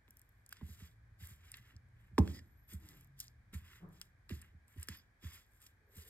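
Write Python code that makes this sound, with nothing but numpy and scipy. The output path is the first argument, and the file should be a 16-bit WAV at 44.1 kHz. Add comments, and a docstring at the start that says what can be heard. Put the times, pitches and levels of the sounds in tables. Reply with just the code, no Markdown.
"""A few faint ticks and pops over quiet room tone come first; then low thuds, raps and gritty scrapes set in.
A metal spoon is pushed again and again into thick peanut butter in a glass jar on a stone kitchen counter.
Knocks of the jar excite decaying modes of the slab; scrapes are coloured grit noise shaped stroke by stroke.
Taps and popping air pockets excite damped resonances, and bare glass clinks, squeaks and sings.
Kitchen reflections surround the jar, over a low rumble, a faint drone and a few dull, distant bumps."""
import sys
import numpy as np
from scipy import signal
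from scipy.fft import rfft, irfft, next_fast_len
from scipy.io import wavfile

SR = 44100
rng = np.random.default_rng(int(sys.argv[2]) if len(sys.argv) > 2 else 0)


def waveform_to_disk(signal):
    """Save audio, clipped to [-1, 1], as 16-bit WAV at the path in sys.argv[1]."""
    frames = np.transpose(np.atleast_2d(signal))
    scaled = np.clip(frames, -1, 1) * 32767
    samples = np.round(scaled).astype(np.int16)
    wavfile.write(sys.argv[1], SR, samples)


N = 268569
TIME = np.arange(N) / SR
PADDED = next_fast_len(N + SR)
HZ = np.maximum(np.arange(PADDED // 2 + 1) * SR / PADDED, 1)

# jar knocked on the counter: t/s, relative level/dB, hardness of the contact as a corner f/Hz
KNOCKS = [(0.078, -59, 3000), (0.609, -45.5, 3000), (0.611, -23.5, 74), (0.681, -36, 127),
          (0.804, -34.5, 149), (1.204, -26, 54), (1.292, -36.5, 80), (1.581, -46, 109), (1.736, -34.5, 70),
          (2.114, -29.5, 65), (2.179, -12, 4000), (2.273, -30, 281), (2.725, -21.5, 69), (3.531, -19, 58.4),
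          (4.301, -27, 225), (4.342, -33, 80), (4.529, -42, 139), (4.76, -29, 115), (4.881, -36.5, 350),
          (5.22, -49.5, 300), (5.232, -23, 66.3), (5.957, -31, 71)]
# resonances of spoon and jar, damped by the paste: f/Hz, width/Hz, relative level/dB
DAMPED_MODES = [(1700, 970, -7.5), (2880, 140, -7.5), (3290, 210, -5.5), (5130, 860, 3), (7170, 2070, 3),
                (9000, 3200, 6), (11700, 5500, 3), (13900, 1100, -3.5), (14910, 4200, -10.5)]


def from_db(db):
    """Decibels to amplitude gain: 20 dB is a factor of ten."""
    return 10 ** (np.asarray(db) / 20)


def rms_one(x):
    """Normalise the mean power, so that rms is 1."""
    return x / np.sqrt(np.mean(x ** 2) + 1e-20)


def at_hz(points, hz):
    """Interpolate a table on a logarithmic frequency axis, where equal steps are equal intervals."""
    f, value = np.transpose(points)
    return np.interp(np.log(hz), np.log(np.maximum(f, 1)), value)


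def in_time(rows):
    """Interpolate each column of a time curve linearly at every sample."""
    s, *columns = np.transpose(rows)
    return [np.interp(TIME, s, column) for column in columns]


def filtered(x, response):
    """Linear filtering: the spectrum is multiplied by a frequency response."""
    return irfft(rfft(x, PADDED) * response, PADDED)[..., :N]


def coloured(x, spectrum):
    """Spectral shaping by a table of f/Hz and level/dB, normalised to rms 1."""
    return rms_one(filtered(x, from_db(at_hz(spectrum, HZ))))


def resonance(x, hz, width):
    """A damped oscillator as a two-pole filter: the pole radius sets the width, the peak gain is 1."""
    r = np.exp(-np.pi * width / SR)
    zeros = np.array([1, 0, -1]) * (1 - r * r) / 2
    poles = [1, -2 * r * np.cos(2 * np.pi * hz / SR), r * r]
    return signal.lfilter(zeros, poles, x + 1e-18)


def drift(rate):
    """Random modulation: low-passed noise with rms 1."""
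    return rms_one(filtered(rng.standard_normal(N), 1 / (1 + (HZ / rate) ** 2)))


def thuds(vary_db=4, slop_s=.004, soft_hz=150, steady_hz=190, cushion_hz=250):
    """Dispersion: low bending waves travel slower in the slab, so the clack comes first and the boom last."""
    # what slab and jar ring with after a knock: f/Hz, relative level/dB, t60/s
    counter_modes = [(62, -.5, .038), (78, .2, .095), (84, -24, .5), (118, 1.5, .05), (156, -20, .2),
                     (194, -4.9, .057), (258, -3.5, .034), (300, -24.5, .34), (340, -27.5, .36),
                     (382, 1, .02), (488, -31, .12), (569, -12, .026), (786, -26, .08), (860, -22, .07),
                     (1032, -3, .013), (1241, -21.5, .04), (1669, -17, .016)]
    lag_cycles, rise_cycles = 2.1, .4
    out = np.zeros(N + SR)
    since = TIME[:SR // 2]
    for s, db, hard_hz in KNOCKS:
        # a soft push is a smear of slips, different every time
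        softness = 1 / (1 + (hard_hz / soft_hz) ** 2)
        start = round(s * SR)
        draws = rng.standard_normal((len(counter_modes), 2))
        for (hz, mode_db, t60), (louder, later) in zip(counter_modes, draws):
            # the slow boom feels only the whole push
            chance = softness / (1 + (steady_hz / hz) ** 2)
            age = np.maximum(since - lag_cycles / hz - chance * slop_s * later, 0)
            onset = 1 - np.exp(-(age * hz / rise_cycles) ** 2)
            swing = onset * np.exp(-np.log(1000) * age / t60)
            strength = from_db(db + mode_db + chance * vary_db * louder) / (1 + (hz / hard_hz) ** 2)
            # the paste swallows the clack of a soft push
            strength /= 1 + (hz / (hard_hz + cushion_hz)) ** 4
            out[start:start + len(since)] += strength * swing * np.sin(2 * np.pi * hz * age)
    return out[:N]


def shudder(level_db=-29, fade_s=0.0063, soft_hz=400, boom_hz=80):
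    """Friction noise: a soft push makes the jar's foot grind unevenly on the stone for a moment."""
    colour = ((25, -14), (55, 1), (110, -3), (180, 0), (330, -7), (520, -24), (1100, -28), (2500, -52))
    size = np.zeros(N)
    for s, db, hard_hz in KNOCKS:
        age = np.maximum(TIME - s, 0) / fade_s
        boom = from_db(db + level_db) / (1 + (boom_hz / hard_hz) ** 2)
        size += boom / (1 + (hard_hz / soft_hz) ** 2) * np.sqrt(age) * np.exp(1 - age)
    return size * coloured(rng.standard_normal(N), colour)


def rattle(level_db=-29.5, rise_s=0.01, fade_db_per_s=135, firm_hz=650):
    """Repeated impact: after a firm knock the jar chatters on the stone in uneven, dying contacts."""
    # of the jar's foot: f/Hz, relative level/dB
    foot_colour = [(110, -14), (160, 0.5), (330, 0.5), (450, -9), (580, -8.5), (750, -18.5), (1150, -16),
                   (1500, -26), (2500, -27.5), (5000, -40.5)]
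    size = np.zeros(N)
    for s, db, hard_hz in KNOCKS:
        age = np.maximum(TIME - s, 0)
        firmness = 1 / (1 + (firm_hz / hard_hz) ** 2)
        size += from_db(db + level_db - fade_db_per_s * age) * np.minimum(age / rise_s, 1) * firmness
    return size * coloured(grit(per_s=120, spread_db=3.0, smooth=0.51), foot_colour)


def grit(per_s, spread_db, smooth):
    """Shot noise: contacts give way at random as clicks of uneven size, over a smooth smear."""
    sizes = from_db(spread_db * np.minimum(rng.exponential(1, N), 4)) * rng.choice([-1, 1], N)
    clicks = sizes * (rng.random(N) < per_s / SR)
    return rms_one(clicks) + smooth * rng.standard_normal(N)


def shifting_grit(ripple_hz=260, ripple_db=2.4, shift_rate=2.985, count=4):
    """Modal colouring: as the spoon touches the jar in other places, other mild resonances colour the grit."""
    knots = np.arange(0, SR / 2, ripple_hz)
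    weights = np.exp([1.6 * drift(shift_rate) for place in range(count)])
    out = 0
    # the squared weights always sum to one, so the power is shared between the places
    for weight in weights / np.sqrt(np.sum(weights ** 2, axis=0)):
        ripple = np.interp(HZ, knots, rng.standard_normal(len(knots)))
        place_grit = grit(per_s=1900, spread_db=2.0, smooth=1.0)
        out = out + weight * rms_one(filtered(place_grit, from_db(ripple_db * ripple)))
    return out


def stroke_db(start, push, hold):
    """Viscous yielding: level swells with the push, sags as the paste yields, dies as the spoon comes to rest."""
    rise_db, sag_db_per_s, release_db_per_s = 20.5, 20.5, 273
    age = TIME - start - push
    swell = rise_db * (np.minimum(age, 0) / push) ** 2
    return -swell - sag_db_per_s * np.clip(age, 0, hold) - release_db_per_s * np.maximum(age - hold, 0)


def stroke_levels():
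    """Spectral balance in dB: a bright stroke trades rub for crackle, one along the glass rasps more."""
    # strokes through the paste: start t/s, push/s, hold/s, relative level/dB, brightness/dB, rasp on the glass/dB
    strokes = [(0.07, 0.023, 0.88, -86, 2.5, -12), (0.495, 0.028, 0.14, -74.5, -2.5, -1.5),
               (0.612, 0.1, 0.039, -70, 6.5, 1), (0.744, 0.058, 0.058, -69, 3, 1.5),
               (1.188, 0.024, 0.11, -65, 4, -2), (1.312, 0.19, 0.12, -74.5, -1, -1),
               (1.532, 0.03, 0.021, -69.5, -1.5, -1.5), (1.597, 0.072, 0.04, -75.5, -5, -4),
               (1.933, 0.077, 0.064, -82.5, -3.5, -14), (2.165, 0.14, 0.0092, -69, 2.5, 5),
               (2.307, 0.044, 0.012, -68.5, 5, 6.5), (2.41, .03, 0.27, -93, 5.5, -1),
               (2.682, 0.04, 0.0043, -62, 5.5, -2), (2.766, 0.13, 0.025, -70, 2, 0.5),
               (2.896, 0.087, 0.037, -73.5, 1.5, -2.5), (3.173, 0.042, 0.014, -72.5, 9.5, 10),
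               (3.23, 0.027, 0.012, -97.5, 4.5, 0), (3.527, 0.014, 0.0047, -59, 1.5, -4),
               (3.55, .02, 0.043, -72.5, -0.5, -7), (3.597, 0.11, 0.06, -68, -2, -4),
               (3.893, 0.068, 0.097, -79, 3.5, 2), (4.289, 0.0059, 0.062, -64.5, 1.5, 0),
               (4.337, 0.024, 0.1, -74, -4, -7.5), (4.672, 0.019, 0.11, -75.5, 1, -11),
               (4.75, 0.056, 0.031, -67.5, 1, -4), (4.871, 0.023, 0.057, -65, -1.5, 4),
               (5.205, 0.044, 0.14, -65.5, 1.5, 1), (5.42, 0.17, 0.11, -85, 8.5, -2.5),
               (5.591, 0.039, 0.031, -71.5, 3.5, 0), (5.906, 0.09, .12, -67.5, 5.5, -1)]
    rub = rasp = crackle = np.full(N, -np.inf)
    for start, push, hold, db, bright_db, glass_db in strokes:
        level = db + stroke_db(start, push, hold)
        rub = np.maximum(rub, level - bright_db)
        rasp = np.maximum(rasp, level + glass_db)
        crackle = np.maximum(crackle, level + bright_db)
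    return rub, rasp, crackle


def scrape(lumps_db=1.0, patchy_db=1.8, crumbs_db=-15.5, clump_db=3.5):
    """Shear and fracture: crumbs and lumps drive all registers, while threads snap in clumps in each alone."""
    # low rub: f/Hz, relative level/dB
    rub_colour = [(120, -5), (250, -5.5), (400, 0), (600, -32), (1000, 0), (1400, 5), (1800, 8.5),
                  (2300, 4), (3000, 3.5), (3800, -9), (5000, -22)]
    # rasp on the glass: f/Hz, relative level/dB
    rasp_colour = [(2400, -15), (3300, 3), (4200, -3), (5100, 3.5), (5700, -4.5), (6600, -0.5), (8000, -16)]
    # fine crackle: f/Hz, relative level/dB
    crackle_colour = [(5000, -23), (7000, -5.5), (8500, -4), (9500, -3), (10500, 0), (11850, 2),
                      (13000, -3), (14500, -4), (15600, -2), (16100, -31.5)]
    colours = rub_colour, rasp_colour, crackle_colour
    register_db, sticky_db = (0.5, -2.0, -1.6), (-5, -6, -1)
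    shear = shifting_grit() + from_db(crumbs_db) * grit(per_s=49, spread_db=1.0, smooth=0)
    paste = 0
    for level, colour, db, threads_db in zip(stroke_levels(), colours, register_db, sticky_db):
        snaps = grit(per_s=480, spread_db=1.0, smooth=0) * from_db(clump_db * drift(50))
        threads = from_db(threads_db) * rms_one(snaps)
        gain = from_db(level + db + patchy_db * drift(45))
        paste = paste + gain * coloured(shear + threads, colour)
    return paste * from_db(lumps_db * drift(22))


def ticks(tap_db=-1.0, lowest_hz=1100):
    """Selective excitation: a tap rings all modes, a pop mainly those near its pitch and with little tail."""
    # the spoon taps the glass: t/s, relative level/dB, tilt/(dB per octave), contact time scale/s
    tap_rows = [(0.08, -64.5, -19, 0.00047), (0.508, -75, 1, .0006), (0.525, -48.5, -5.5, 0.0044),
                (0.568, -58.5, -6.5, 0.0025), (1.209, -86, -17, 0.0027), (1.541, -43.5, -10, 0.0019),
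                (2.1806, -35, -8.5, 0.0025), (2.1866, -47, 0.5, 0.0013), (2.276, -50, -7, 0.00081),
                (2.391, -56, -5, 0.002), (2.8887, -65, 2.5, 0.00065), (3.191, -73, 6, 0.0023),
                (3.202, -57.5, 6.5, 0.0026), (3.21, -64, 4.5, 0.00074), (3.538, -60.5, -14, 0.001),
                (3.544, -57, -14, 0.0028), (4.0145, -48, -1, 0.00057), (4.2942, -48.5, -7.5, 0.0011),
                (4.3, -47.5, -13, 0.028), (4.886, -44, -2.5, 0.00088), (4.913, -56, -19, .002),
                (5.27, -54, -19, 0.00081), (5.6652, -62, 0.5, 0.0017)]
    # air pockets pop in the paste: t/s, relative level/dB, pitch f/Hz
    pop_rows = [(0.086, -72, 12800), (0.1073, -57, 12100), (0.1701, -58.5, 11900), (0.188, -77, 9500),
                (0.1943, -61, 10800), (0.2162, -60.5, 10900), (0.292, -70.5, 11700), (0.463, -60, 8200),
                (0.492, -55.5, 11100), (0.514, -66, 10500), (0.5263, -48, 12100), (1.272, -52, 12600),
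                (1.5176, -47.5, 10100), (1.57, -55.5, 11000), (1.7648, -65.5, 5700), (1.887, -86, 9000),
                (2.691, -65, 12160), (2.735, -56.5, 9300), (2.745, -67.5, 9000), (2.9, -71, 12500),
                (3.01, -59, 12900), (3.0463, -63.5, 13600), (3.073, -70.5, 13900), (3.271, -69, 7860),
                (3.2811, -60, 5300), (3.889, -69, 14700), (3.9995, -67.5, 12500), (4.4159, -58.5, 9200),
                (4.4198, -60.5, 8900), (4.681, -67.5, 9600), (4.798, -58, 12600), (4.811, -63, 12500),
                (4.8296, -45.5, 9500), (4.837, -67, 6050), (4.873, -58, 13100), (4.8893, -49.5, 9700),
                (5.357, -58, 13500), (5.465, -73.5, 14000), (5.519, -78, 10000), (5.535, -73, 10700),
                (5.604, -70.5, 10000), (5.618, -65, 9740), (5.626, -62.5, 10200)]
    tap_pivot_hz = 1960   # the tilt turns about this pitch
    pop_s, pop_skirt_db_per_octave = 0.0016, 16.5
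    mode_hz = np.transpose(DAMPED_MODES)[0]
    taps, pops = np.zeros(N), np.zeros(N)
    for s, db, tilt, length in tap_rows:
        taps += tick(s, length, db + tilt * np.log2(mode_hz / tap_pivot_hz), tail_db=-6.5)
    for s, db, hz in pop_rows:
        octaves_away = np.abs(np.log2(mode_hz / hz))
        pops += tick(s, pop_s, db - pop_skirt_db_per_octave * octaves_away, tail_db=-32)
    too_small_for_bass = signal.butter(4, lowest_hz, "high", fs=SR, output="sos")
    return signal.sosfilt(too_small_for_bass, from_db(tap_db) * taps + pops)


def tick(s, length, colour_db, tail_db, tail_s=0.0073, size=2048):
    """Impulse response: a snap, a burst of tiny slips and a short crumble all ring the damped modes."""
    snap_s = .0012   # snap and slips are equally strong at this length; longer contacts grind
    span_s = .005   # each mode's energy is scaled to that of rms 1 over this span
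    out, age = np.zeros(N + size), np.arange(size) / SR
    noise, start = rng.standard_normal(size), round(s * SR)
    snap = rms_one(1. * (age == 0))
    burst = rms_one(noise * age * np.exp(-np.e * age / length))
    crumble = rms_one(noise * np.exp(-age / tail_s))
    force = rms_one(snap + length / snap_s * burst) + from_db(tail_db) * crumble
    for k, (hz, width, db) in enumerate(DAMPED_MODES):
        mode = resonance(force, hz, width) * (-1) ** k
        mode /= np.sqrt(np.sum(mode ** 2) / (span_s * SR))
        out[start:start + size] += from_db(db + colour_db[k]) * mode
    return out[:N]


def clinks(rise_s=0.00033):
    """Free vibration: the struck bare wall rings briefly, its pitch set by how much paste clings to the spot."""
    # the bare jar wall is struck: t/s, relative level/dB, lowest pitch f/Hz
    strikes = [(0.526, -40, 1590), (1.5423, -46.5, 1840), (2.277, -44.5, 1670), (2.291, -56, 1900),
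               (2.391, -47.5, 1900), (4.294, -48, 1930), (4.311, -46, 2720), (4.8856, -37, 1700)]
    # its ring: multiple of the lowest pitch, relative level/dB, t60/s
    glass_modes = [(1, 3.5, 0.0097), (1.015, -32, 0.11), (1.62, -5, 0.0033), (2.85, -21, 0.007)]
    out, age = np.zeros(N + SR), TIME[:SR // 4]
    for s, db, hz in strikes:
        ring = 0
        for multiple, level, t60 in glass_modes:
            decay = from_db(level) * np.exp(-np.log(1000) * age / t60)
            ring = ring + decay * np.sin(2 * np.pi * hz * multiple * age)
        start = round(s * SR)
        out[start:start + len(age)] += from_db(db) * ring * (1 - np.exp(-age / rise_s))
    return out[:N]


def squeaks(width_hz=150, broken_db=4.0):
    """Stick-slip: the spoon's edge catches and slides on the glass in a thin, broken tone that glides."""
    # thin squeaks of the metal: t/s, duration/s, relative level/dB, start f/Hz, end f/Hz
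    glides = [(2.452, 0.44, -81.5, 11840, 11860), (2.677, 0.071, -63.5, 11800, 11900),
              (2.765, 0.086, -83, 12500, 13000), (2.923, 0.086, -76, 12800, 12000),
              (4.943, 0.062, -72, 11800, 11750), (5.862, 0.15, -79.5, 12000, 12300)]
    size, pitch = np.zeros(N), np.zeros(N)
    for s, length, db, from_hz, to_hz in glides:
        along = np.clip((TIME - s) / length, 0, 1)
        size += from_db(db) * 2 * np.sqrt(along * (1 - along))
        pitch = np.where(along > 0, from_hz + (to_hz - from_hz) * along, pitch)
    phase = 2 * np.pi * np.cumsum(pitch) / SR
    tone = drift(width_hz) * np.sin(phase) + drift(width_hz) * np.cos(phase)
    return size * rms_one(tone * from_db(broken_db * drift(38)))


def thin_tone(curve, hz, width):
    """Narrow-band noise: two equal resonances in series hold noise to one unsteady tone."""
    narrow = resonance(resonance(rng.standard_normal(N), hz, width), hz, width)
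    return from_db(in_time(curve)[0]) * rms_one(narrow)


def singing():
    """Friction-driven resonance: the spoon's edge drags along the wall and makes the glass sing."""
    # the lower note: t/s, level/dB
    low_note = [(2.27, -120), (2.335, -70), (2.375, -69), (2.395, -66), (2.41, -81), (2.47, -90),
                (2.52, -120)]
    # the higher note: t/s, level/dB
    high_note = [(2.3, -120), (2.345, -61), (2.395, -68), (2.44, -120), (4.88, -120), (4.92, -71),
                 (4.975, -70), (5.0, -68), (5.04, -120)]
    return thin_tone(low_note, hz=1900, width=220) + thin_tone(high_note, hz=4950, width=550)


def clatter(x, fade_s=0.0079, lowest_hz=600, size=4096):
    """Scattering: pots and walls close by turn a knock into a quick spray of echoes."""
    age = TIME[:size]
    echoes = rng.standard_normal((2, size)) * age / fade_s * np.exp(-age / fade_s * 2)
    response = rfft(echoes / np.sqrt(np.sum(echoes[0] ** 2)), PADDED)
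    return filtered(x, response / (1 + (lowest_hz / HZ) ** 4))


def kitchen(x, first_s=0.00082):
    """Reverberation: dense reflections, each octave dying at its own rate."""
    # ring of the kitchen: f/Hz, t60/s
    kitchen_t60 = [(80, 0.47), (300, 0.36), (1000, 0.17), (4000, 0.16), (14000, 0.083)]
    age = TIME[:SR * 3 // 4]
    tail = 0
    for hz in 62.5 * 2. ** np.arange(9):
        edges = [hz / np.sqrt(2), min(hz * np.sqrt(2), .45 * SR)]
        band = signal.butter(2, edges, "band", fs=SR, output="sos")
        decay = np.exp(-np.log(1000) * age / at_hz(kitchen_t60, hz)) * (1 - np.exp(-(age / first_s) ** 2))
        noise = signal.sosfilt(band, rng.standard_normal((2, len(age))))
        tail = tail + noise * decay / np.sqrt(np.sum(decay ** 2))
    return filtered(x, rfft(tail, PADDED))


def ports(x):
    """Interaural-like cues: close sounds reach the two microphone ports with different delay and shade."""
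    # phase between the ports: f/Hz, phase by which left leads/rad
    port_phase = [(0, 0), (400, -.4), (700, -1.1), (1120, -.4), (1640, -.3), (2930, 2.5), (5080, 1.7),
                  (7580, 6.0), (8800, 6.7), (9730, 9.2), (10900, 9.8), (12050, 12.5), (13200, 12.7),
                  (14000, 15.3), (16300, 16.8)]
    # level between the ports: f/Hz, left minus right/dB
    port_balance = [(60, -2), (130, -1.5), (290, -5), (600, -4.5), (1000, -2), (2000, -0.5), (4000, -4),
                    (8000, 2.5), (15000, 0.4)]
    lead = np.interp(HZ, *np.transpose(port_phase))
    tilt = from_db(at_hz(port_balance, HZ) / 2) * np.exp(.5j * lead)
    return filtered(x, np.array([tilt, 1 / tilt]))


def narrowed(x, alike_hz=700):
    """Spatial coherence: the ports are close together, so long waves reach both alike."""
    mid = (x[0] + x[1]) / 2
    side = filtered((x[0] - x[1]) / 2, HZ / np.hypot(HZ, alike_hz))
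    return np.array([mid + side, mid - side])


def diffuse(spectrum):
    """Diffuse field: noise from all round, alike at the ports for long waves, with a given spectrum."""
    return coloured(narrowed(rng.standard_normal((2, N)), alike_hz=694), spectrum)


def bumps(ring_width_hz=18, rise_s=0.051, decay_db_per_s=126):
    """Distant impact: each far bump swells, blurred by the room, rings hollowly and dies away."""
    # dull bumps further off in the room: t/s, relative level/dB, mean pitch of their ring f/Hz
    far_bumps = [(2.791, -65.5, 309), (2.879, -67, 289.3), (3.797, -52.5, 172.2)]
    # their noise: f/Hz, relative level/dB
    bump_colour = [(70, -8), (130, -4.5), (160, 5), (200, -3.5), (240, -19), (350, -8), (500, -20.5),
                   (1250, -22.5), (1700, -33), (4000, -76)]
    out, blur = 0, diffuse(bump_colour)
    for s, db, hz in far_bumps:
        rise = np.clip((TIME - s) / rise_s, 0, 1)
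        size = rise * from_db(db - decay_db_per_s * np.maximum(TIME - s - rise_s, 0))
        pitch = hz + ring_width_hz / 2 * drift(20.4)
        ring = np.sin(2 * np.pi * np.cumsum(pitch) / SR)
        out = out + size * (blur + ring)
    return out


def background(room_tone_db=-70.5, hiss_db=-84.5, waver_db=4.5, wobble_hz=8.4):
    """Superposition: diffuse room tone, rumble and soft air, with drone, far bumps and a hollow tone."""
    # a faint outside drone: t/s, mean f/Hz, mean level/dB
    drone_curve = [(0, 108, -75.5), (1, 105.6, -64.5), (1.6, 110, -66.5), (2.1, 115, -66),
                   (2.6, 124.3, -77.5), (3.05, 123.6, -64), (3.35, 118.3, -65.5), (3.7, 107.6, -71.5),
                   (6.09, 104.3, -84)]
    # low rumble while the jar is handled: t/s, level/dB
    rumble_curve = [(0.3, -80), (0.6, -68), (2.1, -66.5), (2.55, -67), (3.4, -67), (4.6, -71.5),
                    (5.1, -82.5), (6.09, -74)]
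    # spectrum of the room tone: f/Hz, relative level/dB
    room_colour = [(15, -34.5), (25, -23), (43, -3.5), (102, -6), (145, -18), (293, -22.5), (373, -28),
                   (1400, -29.5), (1650, -21), (2280, -31), (2690, -50), (3080, -40.5), (10400, -50),
                   (12900, -49), (16000, -65)]
    # a faint hollow tone: t/s, level/dB
    hollow_curve = [(5.7, -100), (5.9, -75.5), (6.0, -75), (6.09, -72)]
    air_colour = [(900, -20.0), (1350, -19.5), (1600, -1.5), (1950, -21.5),
                  (2350, -4.0), (2750, -23.5), (5000, -46.0)]
    rumble_colour = [(20, -22.5), (45, -3.5), (80, -2), (130, -12.5), (300, -29), (1000, -70.5)]
    drone_hz, drone_db = in_time(drone_curve)
    drone_gain = from_db(drone_db + waver_db * np.tanh(drift(35)))
    drone = drone_gain * np.sin(2 * np.pi * np.cumsum(drone_hz + wobble_hz * drift(3.7)) / SR)
    air = from_db(hiss_db) * diffuse(air_colour)
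    rumble = from_db(in_time(rumble_curve)[0]) * diffuse(rumble_colour)
    room_tone = from_db(room_tone_db) * diffuse(room_colour)
    return room_tone + rumble + air + drone + bumps() + thin_tone(hollow_curve, hz=423, width=130)


def scene(thud_db=-0.5, clatter_db=-12, thud_room_db=-4.0, room_thin_hz=130, room_dull_hz=650, spoon_room_db=-21):
    """Direct and reverberant field: jar and spoon close by, the kitchen around them."""
    knocks = from_db(thud_db) * thuds() + shudder() + rattle()
    spoon = ticks() + clinks() + scrape() + squeaks() + singing()
    # the deepest boom stays near the slab, the clack is soon absorbed
    carried = filtered(knocks, 1j * HZ / (room_thin_hz + 1j * HZ) / (1 + 1j * HZ / room_dull_hz))
    room = kitchen(from_db(thud_room_db) * carried + from_db(spoon_room_db) * spoon)
    echoes = from_db(clatter_db) * narrowed(clatter(knocks))
    return ports(knocks + spoon + echoes) + narrowed(room) + background()


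def record(dry):
    """Band limiting: an elliptic low-pass, run forward and back for zero phase, cuts the top steeply."""
    cutoff_hz = 16600
    return signal.sosfiltfilt(signal.ellip(10, .05, 60, cutoff_hz, fs=SR, output="sos"), dry)


dry = scene()
out = record(dry)
waveform_to_disk(out)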